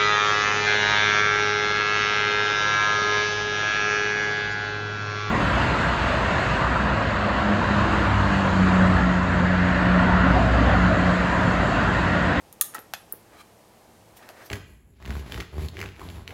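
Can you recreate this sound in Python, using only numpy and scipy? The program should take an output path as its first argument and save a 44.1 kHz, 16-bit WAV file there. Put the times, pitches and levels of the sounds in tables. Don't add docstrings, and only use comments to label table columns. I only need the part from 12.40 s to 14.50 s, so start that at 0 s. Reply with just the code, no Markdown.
import sys
import numpy as np
from scipy import signal
from scipy.fft import rfft, irfft
from scipy.io import wavfile
from scipy.ndimage import uniform_filter1d, minimum_filter1d

SR = 44100
rng = np.random.default_rng(int(sys.argv[2]) if len(sys.argv) > 2 else 0)


def generate_wav(sig):
    pcm = np.round(np.clip(np.atleast_2d(sig).T, -1, 1) * 32767).astype(np.int16)
    wavfile.write(sys.argv[1], SR, pcm)


N = 92610

# start_s, energy_db, brightness_db_per_octave
SNAPS = [(.1267, -19, 1.5), (.2114, 13, 1), (.346, -13.5, -1), (.3533, -28, 0), (.3907, -21, -1)]
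# freq_hz, level_db
CATCH_COLOUR = [(150, -50), (850, -31), (1650, -16), (2400, -17), (3600, -9.5), (4900, -17), (6800, -7.5),
                (8000, -11.5), (9300, -3), (13800, -3), (16000, -10.5)]
# freq_hz, level_db (against the broad colour), ring_s (longer is narrower)
CATCH_MODES = [(1235, -15, 0.036), (1198, -28, .2), (1777, -21.5, 0.021), (3610, -20, 0.015),
               (6720, -19, .009), (9350, -15.5, .02), (12170, -15, .012)]
# crack_t60_s, ring_t60_s, ring_db
CATCH_DECAY = (0.0058, 0.02, 0.5)


def catch():
    return strikes(SNAPS, CATCH_COLOUR, CATCH_MODES, CATCH_DECAY)


# start_s, energy_db, brightness_db_per_octave
CHATTER = [(.3475, -11.5, 1.5), (.3505, -7, 1), (.3545, -14, 0.5), (.360, -15.5, -0.5)]
# freq_hz, level_db
GEAR_COLOUR = [(150, -16), (450, -17), (800, -7), (1350, 1), (2000, -4), (2700, -15), (6000, -13.5),
               (16000, -13)]
# freq_hz, level_db (against the broad colour), ring_s (longer is narrower)
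GEAR_MODES = [(794, -6.5, 0.022), (1307, 1, 0.026), (1430, -17, 0.04), (1895, -5, 0.042)]
# crack_t60_s, ring_t60_s, ring_db
GEAR_DECAY = (0.0049, 0.044, -2)


def gears():
    return strikes(CHATTER, GEAR_COLOUR, GEAR_MODES, GEAR_DECAY)


# start_s, energy_db, brightness_db_per_octave
KNOCKS = [(.3388, -21.5, -6), (.3677, -18, -5), (.383, -17, -6), (.5367, -2, 0), (1.828, -29, -4),
          (1.890, -18, -.3)]
# freq_hz, level_db
CRANK_COLOUR = [(150, -25), (420, -15), (750, -5.5), (1000, -6), (1400, 1.5), (2200, -5), (3500, -3),
                (4500, -7), (6000, -7.5), (8500, -14.5), (12500, -7), (14500, -15), (16000, -28)]
# freq_hz, level_db (against the broad colour), ring_s (longer is narrower)
CRANK_MODES = [(762, -6, 0.022), (1640, -7.5, 0.0082), (2608, -10, 0.028), (3400, -12, 0.0064),
               (12100, -19, 0.018), (12700, -17, 0.027)]
# crack_t60_s, ring_t60_s, ring_db
CRANK_DECAY = (0.0063, 0.074, -5)


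def crank():
    return strikes(KNOCKS, CRANK_COLOUR, CRANK_MODES, CRANK_DECAY)


# start_s, energy_db, brightness_db_per_octave
TICKS = [(.7245, -1, 0)]
# freq_hz, level_db
PAWL_COLOUR = [(150, -22), (800, -22), (1500, -15), (2700, -49), (7000, -34), (9500, -15), (11200, -1.5),
               (13000, -6), (14300, 1), (16000, -3.5)]
# freq_hz, level_db (against the broad colour), ring_s (longer is narrower)
PAWL_MODES = [(11400, -13, 0.009), (14000, -8, .025)]
# crack_t60_s, ring_t60_s, ring_db
PAWL_DECAY = (0.0033, 0.03, -9)


def pawl():
    return strikes(TICKS, PAWL_COLOUR, PAWL_MODES, PAWL_DECAY)


# start_s, energy_db, brightness_db_per_octave
BUMPS = [(.3755, -30, -5), (.383, -18, -11), (.7372, -19, -2)]
# freq_hz, level_db
BUMP_COLOUR = [(60, -16), (200, -5), (450, -0.5), (900, -15.5), (1700, -13), (3000, -42), (16000, -53)]
# freq_hz, level_db (against the broad colour), ring_s (longer is narrower)
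BUMP_MODES = [(360, -10, .03)]
# crack_t60_s, ring_t60_s, ring_db
BUMP_DECAY = (0.0092, 0.018, 11)


def bumps():
    return strikes(BUMPS, BUMP_COLOUR, BUMP_MODES, BUMP_DECAY)


def strikes(events, colour, modes, decay, size=8192):
    out = np.zeros(N)
    t = np.arange(size) / SR
    response = body(colour, modes)
    crack_t60, ring_t60, ring_db = decay
    crack = unit(np.exp(-np.log(1000) * t / crack_t60))
    ring = unit(np.exp(-np.log(1000) * t / ring_t60))
    envelope = np.hypot(crack, amp(ring_db) * ring)
    for start, energy_db, bright_db in events:
        burst = flattened(rng.standard_normal(size) * envelope)
        sound = causal(burst * np.exp(-t / ring_t60), response)
        tilt = [(1500, 0), (12000, 3 * bright_db)]
        add(out, start, amp(energy_db) * unit(coloured(sound, tilt)))
    return out


def body(colour, modes, size=16384):
    f = abs(np.fft.fftfreq(size, 1 / SR))
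    power = unit(amp(read(colour, f))) ** 2
    for hz, level_db, ring_s in modes:
        width = np.log(1000) / np.pi / ring_s
        peak = unit(1 / (1 + ((f - hz) / width) ** 2))
        power = power + (amp(level_db) * peak) ** 2
    return np.sqrt(power)


# start_s, length_s, pitch_hz (at the start), level_db
ZINGS = [(.392, 0.059, 12000, -54.5), (.548, 0.094, 11900, -58.5)]
ZING_SAG_HZ_PER_S, ZING_WIDTH_HZ = 13500, 110


def spring():
    out = np.zeros(N)
    for start, length, top_hz, level_db in ZINGS:
        t = np.arange(int(length * SR)) / SR
        pitch = top_hz - ZING_SAG_HZ_PER_S * t
        tone = evened(resonate(rng.standard_normal(len(t)), pitch, ZING_WIDTH_HZ))
        swell = np.sin(np.pi * np.sqrt(t / length))
        add(out, start, amp(level_db) * swell * tone)
    return out


# peak_s, rise_s, fall_s, level_db
SLIDES = [(1.014, 0.029, 0.0046, -46)]
# freq_hz, width_hz, level_db
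CASE = [(1270, 200, 6.5), (1590, 300, 1), (2260, 220, 2), (3160, 250, -2.5), (3960, 90, -3),
        (5060, 210, -11), (6400, 1200, -15), (8900, 120, -14), (11500, 3000, -21)]


def slide():
    return resonant_friction(SLIDES, CASE)


# peak_s, rise_s, fall_s, level_db
SQUEAKS = [(2.064, 0.012, 0.013, -50.5)]
# freq_hz, width_hz, level_db
SQUEAK_PEAKS = [(4550, 600, -3), (5630, 350, -2), (13100, 600, 1)]


def squeak():
    return resonant_friction(SQUEAKS, SQUEAK_PEAKS)


# peak_s, rise_s, fall_s, level_db
RUBS = [(.36, 0.022, 0.037, -46), (.95, 0.043, 0.037, -52.5), (1.835, 0.046, 0.087, -50.5),
        (1.908, 0.017, 0.0066, -47), (1.975, 0.032, 0.037, -50.5), (2.025, 0.045, 0.036, -46.5)]
# freq_hz, level_db
RUB_COLOUR = [(30, -35), (110, -26), (250, -7.5), (550, -2), (1000, -7.5), (1800, -4.5), (2800, -16.5),
              (6000, -23), (12000, -31), (16000, -31.5)]


def rubs():
    return coloured_friction(RUBS, RUB_COLOUR)


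# peak_s, rise_s, fall_s, level_db
BRUSHES = [(1.772, .006, 0.014, -47.5), (1.905, 0.017, 0.015, -57), (2.064, 0.017, .014, -52.5)]
# freq_hz, level_db
BRUSH_COLOUR = [(500, -7), (2000, 0.5), (4500, -4), (8000, -6.5), (11500, -2), (13000, 2), (14500, -8),
                (16000, -6)]


def brushes():
    return coloured_friction(BRUSHES, BRUSH_COLOUR)


def resonant_friction(strokes, peaks):
    level, grit = friction(strokes)
    rings = sum(amp(db) * evened(resonate(grit, hz, width)) for hz, width, db in peaks)
    return level * evened(rings)


def coloured_friction(strokes, colour):
    level, grit = friction(strokes)
    return level * evened(coloured(grit, colour))


GRAIN_DB, GRAIN_S = 0.5, 0.0022


def friction(strokes):
    t = np.arange(N) / SR
    power = np.zeros(N)
    for peak, rise, fall, level_db in strokes:
        distance = np.maximum((peak - t) / rise, (t - peak) / fall)
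        power += (amp(level_db) * np.exp(-distance)) ** 2
    grain = evened(uniform_filter1d(rng.standard_normal(N), max(int(GRAIN_S * SR), 1)))
    grit = rng.standard_normal(N) * amp(GRAIN_DB * grain)
    return np.sqrt(power), grit


# delay_s, level_db
ECHOES = [(.0028, -29.5), (.0084, -13.5), (0.013, -18)]
ECHO_SPREAD_S = 0.00065
# freq_hz, t60_s
ROOM_T60 = [(200, .35), (1500, 0.35), (6000, 0.34), (11000, 0.29), (16000, 0.17)]
ROOM_DB, ROOM_BUILD_S = -13.5, 0.006


def room(x, size=256):
    hz, t, z = signal.stft(rng.standard_normal(SR // 2), SR, nperseg=size)
    decay = np.exp(-np.log(1000) * t / read(ROOM_T60, hz)[:, None])
    tail = signal.istft(z * decay, SR, nperseg=size)[1]
    build = np.minimum(np.arange(len(tail)) / SR / ROOM_BUILD_S, 1) ** 2
    response = amp(ROOM_DB) * unit(tail * build)
    scatter = np.exp(-np.arange(size) / SR / ECHO_SPREAD_S)
    for delay, level_db in ECHOES:
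        add(response, delay, amp(level_db) * unit(rng.standard_normal(size) * scatter))
    return signal.fftconvolve(x, response)[:N]


# freq_hz, level_db
AIR = [(15, -41), (25, -12.5), (114, -1), (137, -6), (166, -4), (242, -4), (270, -12), (317, -2.5),
       (384, -5.5), (796, -5.5), (1440, -16.5), (1610, -16.5), (3820, -21.5), (12500, -25), (16000, -32)]
AIR_DB = -54.5


def air():
    spectrum = rfft(rng.standard_normal(N))
    gain = amp(read(AIR, np.fft.rfftfreq(N, 1 / SR)))
    return amp(AIR_DB) * evened(irfft(spectrum * gain, N))


def amp(db):
    return 10 ** (np.asarray(db) / 20)


def unit(x):
    return x / np.sqrt(np.sum(x ** 2) + 1e-20)


def evened(x):
    return unit(x) * np.sqrt(len(x))


def read(points, hz):
    f, value = np.transpose(points)
    return np.interp(np.log(hz + 1), np.log(f + 1), value)


def add(mix, s, sound):
    part = mix[max(round(s * SR), 0):][:len(sound)]
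    part += sound[:len(part)]


def flattened(x):
    return irfft(np.exp(1j * np.angle(rfft(x))), len(x))


def coloured(x, colour, size=4096):
    return causal(x, amp(read(colour, abs(np.fft.fftfreq(size, 1 / SR)))))


def causal(x, gain):
    minimum_phase = np.exp(np.conj(signal.hilbert(np.log(gain))))
    taps = np.fft.ifft(minimum_phase).real
    return signal.fftconvolve(x, taps[:len(gain) // 2])[:len(x)]


def resonate(x, hz, width):
    turn = np.exp(2j * np.pi * np.cumsum(hz * np.ones(len(x))) / SR)
    r = np.exp(-np.pi * width / SR)
    return 2 * (turn * signal.lfilter([1 - r], [1, -r], x / turn)).real


def scene():
    mechanism = catch() + gears() + crank() + pawl() + bumps()
    hands = slide() + squeak() + rubs() + brushes()
    near = mechanism + spring() + hands
    return (near + room(near) + air())[None]


CEILING, LIMITER_S = .98, .0012
EDGE_HZ = 16000


def record(dry):
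    size = int(LIMITER_S * SR)
    gain = minimum_filter1d(CEILING / np.maximum(abs(dry), CEILING), 2 * size)
    gain = uniform_filter1d(uniform_filter1d(gain, size), size)
    low_pass = signal.firwin(255, EDGE_HZ, window=("kaiser", 8), fs=SR)
    return signal.oaconvolve(dry * gain, low_pass[None], "same")


dry = scene()
out = record(dry)
generate_wav(out)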